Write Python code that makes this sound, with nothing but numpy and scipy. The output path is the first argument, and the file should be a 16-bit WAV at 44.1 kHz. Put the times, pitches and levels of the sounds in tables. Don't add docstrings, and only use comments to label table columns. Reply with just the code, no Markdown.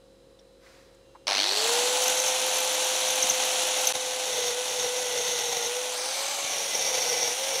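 import sys
import numpy as np
from scipy import signal
from scipy.fft import rfft, irfft
from scipy.io import wavfile
from scipy.ndimage import map_coordinates

SR = 44100
rng = np.random.default_rng(int(sys.argv[2]) if len(sys.argv) > 2 else 0)


def wrap_up_sound(samples):
    columns = np.atleast_2d(samples).T
    tamed = np.clip(columns, -1, 1)
    steps = np.round(tamed * 32767).astype(np.int16)
    wavfile.write(sys.argv[1], SR, steps)


N = 335160
T = np.arange(N) / SR
FREQ = np.maximum(np.arange(N // 2 + 1) * SR / N, 1)
SWITCH_ON_S = 1.269
MAINS_HZ = 49.65


def from_db(db):
    return 10 ** (np.asarray(db) / 20)


def rms_one(x):
    return x / np.sqrt(np.mean(x ** 2) + 1e-20)


def in_time(rows):
    times, *columns = np.transpose(rows)
    return [np.interp(T, times, column) for column in columns]


def drift(rate):
    spectrum = rfft(rng.standard_normal(N))
    return rms_one(irfft(spectrum / (1 + (FREQ / rate) ** 2), N))


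def noise(spectrum):
    hz, db = np.transpose(spectrum)
    low_end = 1 / (1 + (hz[0] / FREQ / 2) ** 4)
    high_end = 1 / (1 + (FREQ / hz[-1] / 2) ** 4)
    shape = from_db(np.interp(np.log(FREQ), np.log(hz), db))
    return rms_one(irfft(rfft(rng.standard_normal(N)) * low_end * high_end * shape, N))


def resonate(x, hz, width):
    r = np.exp(-np.pi * width / SR)
    top = np.array([1, 0, -1]) * (1 - r * r) / 2
    bottom = [1, -2 * r * np.cos(2 * np.pi * hz / SR), r * r]
    return signal.lfilter(top, bottom, x + 1e-18)


def narrow_noise(hz, width):
    once = resonate(rng.standard_normal(N), hz, width)
    return rms_one(resonate(once, hz, width))


def swells(times, levels_db, rise_s):
    out = np.zeros(N + SR)
    age = np.arange(SR // 5) / SR / rise_s
    burst = age * np.exp((1 - age ** 2) / 2)
    for s, db in zip(times, levels_db):
        first = int(s * SR)
        out[first:first + len(age)] += from_db(db) * burst
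    return out[:N]


def held(start, end, attack_s, release_s):
    rising = (T - start) / attack_s
    falling = 1 - (T - end) / release_s
    return np.clip(np.minimum(rising, falling), 0, 1)


# (frequency [Hz], level before the start [dB rms])
HUM_TONES = [(48.8, -67), (122, -73.5), (196, -73), (274.5, -72), (344.5, -68.5), (489.9, -64.5),
             (538.3, -60.5), (3967, -75.5), (4016, -79.5), (5141, -81)]
# (frequency [Hz], level before the start [dB rms])
LATE_HIGH_TONES = [(2794, -76), (3138, -78), (6320, -81)]
# (frequency [Hz], relative level [dB per Hz])
FLOOR_SPECTRUM = [(30, -22), (75, -6.5), (230, -11), (480, -3.5), (660, -13.5), (2300, -24.5),
                  (3600, -21.5), (4400, -23), (5200, -26.5), (9000, -28), (15000, -42)]


def room(floor_db=-60.5, waver=0.092, late_from_s=0.95):
    hum = sum(from_db(db) * np.sin(2 * np.pi * hz * T + waver * np.sqrt(hz / 100) * drift(3.5))
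              for hz, db in HUM_TONES)
    late = sum(from_db(db) * np.sin(2 * np.pi * hz * T + drift(6.6)) for hz, db in LATE_HIGH_TONES)
    late = late * np.clip((T - late_from_s) * 10, 0, 1)
    return np.sqrt(2) * (hum + late) + from_db(floor_db) * noise(FLOOR_SPECTRUM)


# (frequency [Hz], relative level [dB per Hz])
RUSTLE_SPECTRUM = [(410, -38), (700, -2), (827, -11), (928, -5), (1400, -5), (1850, -4), (3260, -11),
                   (4850, -8), (15000, -28)]
# (time [s], level [dB], pitch [Hz], width [Hz], length [s])
HANDLING_KNOCKS = [(0.389, -54.5, 3370, 600, 0.0059), (.39, -60, 5500, 900, .012),
                   (0.658, -54.5, 2030, 400, 0.018), (.943, -64, 7000, 5000, .012),
                   (1.146, -50.5, 950, 500, 0.022), (1.15, -69, 2000, 900, .015)]


def handling(rustle_db=-58, from_s=.59, to_s=.77, attack_s=.07, fade_db_per_s=58):
    fade_db = fade_db_per_s * np.maximum(T - to_s, 0)
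    rustle = np.clip((T - from_s) / attack_s, 0, 1) * from_db(rustle_db - fade_db)
    knocks = sum(swells([s], [db], length / 2) * narrow_noise(hz, width)
                 for s, db, hz, width, length in HANDLING_KNOCKS)
    return rustle * noise(RUSTLE_SPECTRUM) + knocks


# (delay [s], gain [factor])
SURFACE_ECHOES = [(.0031, 0.005), (.0067, 0.074), (0.0121, -0.071), (0.0153, .12), (.0213, -0.059)]


def workshop(x):
    return x + sum(gain * np.interp(T - lag, T, x, left=0) for lag, gain in SURFACE_ECHOES)


# (start [s], end [s], relative force [dB], cut depth [0-1], speed lost at full lean [turns per s])
STEEL_PASSES = [(3.947, 4.13, -42, .2, 2), (4.229, 4.52, -35, .05, 38.6), (4.649, 4.868, -36.5, .1, 33),
                (4.928, 5.171, -37, .15, 33), (5.151, 5.664, -35, 0, 37), (6.461, 6.711, -36, 0.8, 12.33),
                (6.7, 7.313, -30.5, 0.86, 80), (7.338, 7.52, -38.5, 0.98, 41), (7.508, 7.7, -33.5, 1, 140)]
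BITE_S, LIFT_S = 0.0457, 0.02996


def contact():
    each = [from_db(db) * held(start, end, BITE_S, LIFT_S) for start, end, db, _, _ in STEEL_PASSES]
    pressure = sum(each)
    depth = sum(p * row[3] for p, row in zip(each, STEEL_PASSES)) / (pressure + 1e-9)
    return pressure, depth


# (time [s], speed [turns per s])
NO_LOAD_SPEED = [(3.2, 514), (5.85, 505), (5.99, 496), (6.14, 534), (6.3, 559)]


def motor(spin_up_s=.183, spin_lead_s=.015, lean_s=.22, inertia_s=0.0603):
    free, = in_time(NO_LOAD_SPEED)
    slip = np.exp(-np.maximum(T - SWITCH_ON_S + spin_lead_s, 0) / spin_up_s)
    drag = 0
    for start, end, _, _, sag in STEEL_PASSES:
        lean = 1 - np.exp(-np.maximum(T - start, 0) / lean_s)
        drag = drag + sag * held(start, end, BITE_S, LIFT_S) * lean
    keep = np.exp(-1 / (inertia_s * SR))
    lost_speed = signal.lfilter([1 - keep], [1, -keep], drag)
    return free * (1 - slip) - lost_speed, slip


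def clunk(at_s=1.277, clunk_db=-27, clunk_hz=780, rise_s=0.0081, shudder_db=-35, shudder_s=0.038):
    knock = swells([at_s], [clunk_db], rise_s)
    shudder = swells([at_s], [shudder_db], shudder_s)
    return (knock + shudder) * narrow_noise(clunk_hz, 850)


# (time [s], relative level [dB])
STEEL_BUMPS = [(2.17, -36), (2.245, -34), (2.959, -35), (3.099, -29.5), (3.234, -28), (3.306, -27),
               (3.95, -28), (4.504, -40), (4.795, -29), (4.84, -29), (5.565, -35), (6.438, -31.5),
               (6.745, -33)]


def thuds(thud_db=-18.5, rise_s=0.0092, bench_hz=170):
    return from_db(thud_db) * swells(*np.transpose(STEEL_BUMPS), rise_s) * narrow_noise(bench_hz, 290)


def free_ring(ring_db=-39.0, from_s=5.88, to_s=6.53, attack_s=.15, release_s=0.072,
              low_db=-5, high_hz=6200, low_hz=2280):
    level = held(from_s, to_s, attack_s, release_s) * from_db(ring_db + 1.74 * drift(50))
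    return level * (narrow_noise(high_hz, 580) + from_db(low_db) * narrow_noise(low_hz, 290))


# (pitch [Hz], relative level when grazing [dB], share lost deep in the cut [0-1], fit rate [per s])
RIM_SQUEAKS = [(6410, -9, 1, 67), (2020, -6, 0.58, 35)]


def squeaks(pressure, depth, threshold=0.56, jitter=1.3):
    total = 0
    for hz, db, lost, rate in RIM_SQUEAKS:
        fits = np.clip(drift(rate) - threshold, 0, 1.5)
        tone = np.sin(2 * np.pi * hz * T + jitter * drift(90))
        total = total + from_db(db) * np.clip(1 - lost * depth, 0, 1) * fits * tone
    return pressure * total


# (start [s], length [s], relative upper chirp level [dB], relative lower chirp level [dB])
CHATTER_FITS = [(2.0207, .11, -33, -22), (2.155, .01, -33, -18), (2.18, .15, -40, -19.5),
                (2.96, .01, -32, -19), (3.084, .03, -37, -22), (3.1562, .01, -28, -22),
                (3.2276, .01, -33, -13.5), (3.3, .01, -30, -14), (3.7898, .01, -40, -22),
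                (3.872, .01, -28, -13)]


def chirps(upper_db=-8, lower_db=-7, stray_upper_db=-32, stray_lower_db=-28, uneven_db=2,
           rise_s=0.0044, lead_s=0.0037, stray_from_s=1.88, strays_per_s=14):
    fits = [(s, upper, lower) for start, length, upper, lower in CHATTER_FITS
            for s in np.arange(start, start + length, 1 / MAINS_HZ)]
    beats = np.arange(stray_from_s, STEEL_PASSES[0][0], 1 / MAINS_HZ)
    chance = rng.random(len(beats))
    strays = [(s, stray_upper_db, stray_lower_db) for s, draw in zip(beats, chance)
              if draw < strays_per_s / MAINS_HZ]
    times, upper, lower = np.transpose(fits + strays)
    high = rms_one(narrow_noise(12700, 300) + 1.5 * narrow_noise(12330, 400))
    low = rms_one(narrow_noise(6254, 260) + .5 * narrow_noise(5620, 403.6))
    high_chirps = swells(times - lead_s, upper + upper_db, rise_s) * high
    low_chirps = swells(times - lead_s, lower + lower_db, rise_s) * low
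    return from_db(uneven_db * drift(22)) * (high_chirps + low_chirps)


# (pitch [Hz], width [Hz], relative level when grazing [dB], relative level deep in the cut [dB])
STEEL_RINGS = [(127, 98, -16, -19), (488, 51, 1, 1.5), (815, 170, -4.5, -5.5), (2006, 47, 1, -1.5),
               (2320, 67.5, -17, -2), (3430, 99, -3, -3), (3600, 350, 0, -7.5), (4530, 280, -7.5, -6.5),
               (5604, 220, 2, 4.5), (5890, 400, -3, 0.5), (6350, 160, 5, -0.5), (6650, 250, -18, -21),
               (10100, 1200, -28, -24), (11500, 380, -19, -19), (13000, 240, -14.5, -23),
               (13850, 400, -35, -20)]


def grinding(turns, pressure, depth, grains_per_s=9000, grain_db=3.0, runout=0.15, judder_db=2.0,
             bump_rise_s=0.0035, gear_ratio=3.6, steel_db=13.0):
    hits = (rng.random(N) < grains_per_s / SR) * rng.choice([-1, 1], N)
    grit = rms_one(hits * from_db(grain_db * np.minimum(rng.exponential(1, N), 4)))
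    disc_turn = 1 + runout * np.sin(2 * np.pi * turns / gear_ratio)
    force = pressure * from_db(judder_db * drift(74)) * disc_turn
    force = force + swells(*np.transpose(STEEL_BUMPS), bump_rise_s)
    depth = np.clip(depth, 0, 1)
    rings = 0
    for k, (hz, width, graze, deep) in enumerate(STEEL_RINGS):
        strike = grit * force * from_db(graze + depth * (deep - graze))
        rings = rings + (-1) ** k * resonate(strike, hz, width)
    return from_db(steel_db) * rings


# (frequency [Hz], relative level [dB per Hz])
ROAR_SPECTRUM = [(30, -52), (70, -25.5), (150, -26.5), (260, -13.5), (420, -8.5), (580, -1), (820, 5),
                 (1100, -3.5), (1600, -4.5), (2600, -16)]
RUSH_SPECTRUM = [(700, -17.5), (1400, -2), (2100, -0.5), (2900, 0.5), (3600, 0.5), (4400, 1), (5100, -0.5),
                 (5800, 3.5), (6600, -1), (8000, -18.5)]
HISS_SPECTRUM = [(4000, -26), (6000, -5), (6900, 3), (7700, 5.5), (8400, 3.5), (9200, 5), (9900, 3),
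                 (10600, -4.5), (11600, -4.5), (12700, -3), (13400, -21), (15700, -18)]
# (time [s], relative level [dB])
AIR_LOUDNESS = [(1.5, 0.5), (1.68, 5), (1.85, 2.5), (2.35, 0), (3.9, -0.25), (3.99, -4.5), (6.05, -5.5),
                (6.22, -4.5), (7.6, -4.5)]
# (time [s], echo delay [ms])
SHELL_ECHO_DELAY = [(1.5, 0.24), (1.65, 0.275), (2.3, 0.3), (4.6, 0.3), (5.8, 0.31), (5.9, 0.31),
                    (5.99, 0.2), (6.25, 0.25), (6.4, 0.268), (6.5, .312), (7.6, 0.315)]


def air(slip, roar_db=-35.0, rush_db=-28.5, hiss_db=-33.5, roar_loss_db=28, rush_loss_db=9,
        hiss_loss_db=34, flutter_db=1.16, echo=.38):
    loudness_db, = in_time(AIR_LOUDNESS)
    roar = from_db(roar_db - roar_loss_db * slip) * noise(ROAR_SPECTRUM)
    rush = from_db(rush_db - rush_loss_db * np.sqrt(slip)) * noise(RUSH_SPECTRUM)
    hiss = from_db(hiss_db - hiss_loss_db * slip) * noise(HISS_SPECTRUM)
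    direct = (roar + rush + hiss) * from_db(loudness_db + flutter_db * drift(146))
    lag_ms, = in_time(SHELL_ECHO_DELAY)
    heard_late = map_coordinates(direct, [np.arange(N) - lag_ms * SR / 1000], order=3)
    return (direct + echo * heard_late) / np.sqrt(1 + echo ** 2)


# (frequency [Hz], relative level [dB per Hz])
SNARL_SPECTRUM = [(100, -40), (300, -13), (700, 4), (1200, -4.5), (2200, -0.5), (3300, 0.5), (4300, 5.5),
                  (4800, 0), (5300, 2), (6300, -1.5), (7000, -14), (10000, -13), (12800, -34), (15000, -44)]


def snarl(turns, slip, surge_db=-28.0, stall_slip=0.25, running_db=-27, sharpness=1.2, uneven_db=-1.0,
          first_peak_s=1.2712, mesh_db=-5, mesh_spread_hz=230, housing_db=-6, housing_hz=4330, teeth=11):
    beat = np.cos(2 * np.pi * 2 * MAINS_HZ * (T - first_peak_s))
    kicks = rms_one(np.exp(sharpness * beat))
    mesh = rms_one(drift(mesh_spread_hz) * np.sin(2 * np.pi * teeth * turns))
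    gathering = np.clip((T - SWITCH_ON_S) * 8, 0, 1)
    gears = from_db(mesh_db) * mesh + from_db(housing_db) * narrow_noise(housing_hz, 320)
    current = np.tanh(slip / stall_slip) + from_db(running_db)
    level = current * from_db(surge_db + uneven_db * drift(80))
    return level * kicks * (1.09 * noise(SNARL_SPECTRUM) + gathering * gears)


# (multiple of the motor speed [factor], relative level [dB])
WHINE_TONES = [(1, 0.94), (2, -19), (3, -15), (4, -16)]
# (time [s], relative level [dB])
WHINE_LOUDNESS = [(1.5, -43.5), (1.58, -36), (1.7, -28.5), (2.38, -33.5), (4.35, -35.5), (4.39, -30),
                  (4.54, -36), (4.59, -30.5), (4.66, -38), (4.85, -31.5), (5.53, -36.5), (5.78, -31.5),
                  (5.83, -36), (6.68, -44.5), (7.14, -33), (7.36, -39.5), (7.43, -35), (7.6, -36.5)]
# (multiple of the motor speed [factor], level [dB rms], start [s], end [s])
THIN_WHISTLES = [(31, -58, 1.62, 2.2), (28, -64, 1.85, 3.95), (2, -51, 6.1, 6.65)]


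def whine(turns, slip, pressure, whine_db=-3.0, flutter=0.12, wobble=0.088, load_wobble=0.27,
          full_load_db=-36):
    load = np.clip(pressure / from_db(full_load_db), 0, 1.5)
    level_db, = in_time(WHINE_LOUDNESS)
    phase = 2 * np.pi * turns + (wobble + load_wobble * load) * drift(31)
    tone = sum(from_db(db) * np.sin(k * phase) * (1 + flutter * (1 + load) * drift(38))
               for k, db in WHINE_TONES)
    thin = 0
    for k, db, start, end in THIN_WHISTLES:
        fade = np.clip(np.minimum(T - start, end - T) * 10, 0, 1)
        thin = thin + from_db(db) * np.sin(k * 2 * np.pi * turns + drift(40)) * fade
    unbalance = np.clip((.6 - slip) / .15, 0, 1)
    return np.sqrt(2) * (from_db(level_db + whine_db) * unbalance * tone + thin)


def scene(room_drop_db=-16, gap_s=3.9245, gap_length_s=.006, recover_s=0.018):
    speed, slip = motor()
    pressure, depth = contact()
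    turns = np.cumsum(speed) / SR
    running = np.clip((T - SWITCH_ON_S) * 1000, 0, 1)
    quiet = (room() + handling()) * from_db(room_drop_db * running)
    tool = air(slip) + snarl(turns, slip) + clunk() + chirps() + free_ring()
    steel = grinding(turns, pressure, depth) + squeaks(pressure, depth) + thuds()
    singing = running * whine(turns, slip, pressure)
    mix = singing + workshop(running * (tool + steel)) + quiet
    recovery = np.clip((T - gap_s - gap_length_s) / recover_s, .02, 1)
    dip = np.where(T < gap_s, 1, recovery)
    return np.tile(mix * dip, (2, 1))


def record(dry, top=0.26, cutoff_hz=15620):
    rounded = dry / (1 + (dry / top) ** 4) ** (1 / 4)
    lowpass = signal.ellip(12, .1, 80, cutoff_hz, fs=SR, output="sos")
    return signal.sosfilt(lowpass, rounded)


dry = scene()
out = record(dry)
wrap_up_sound(out)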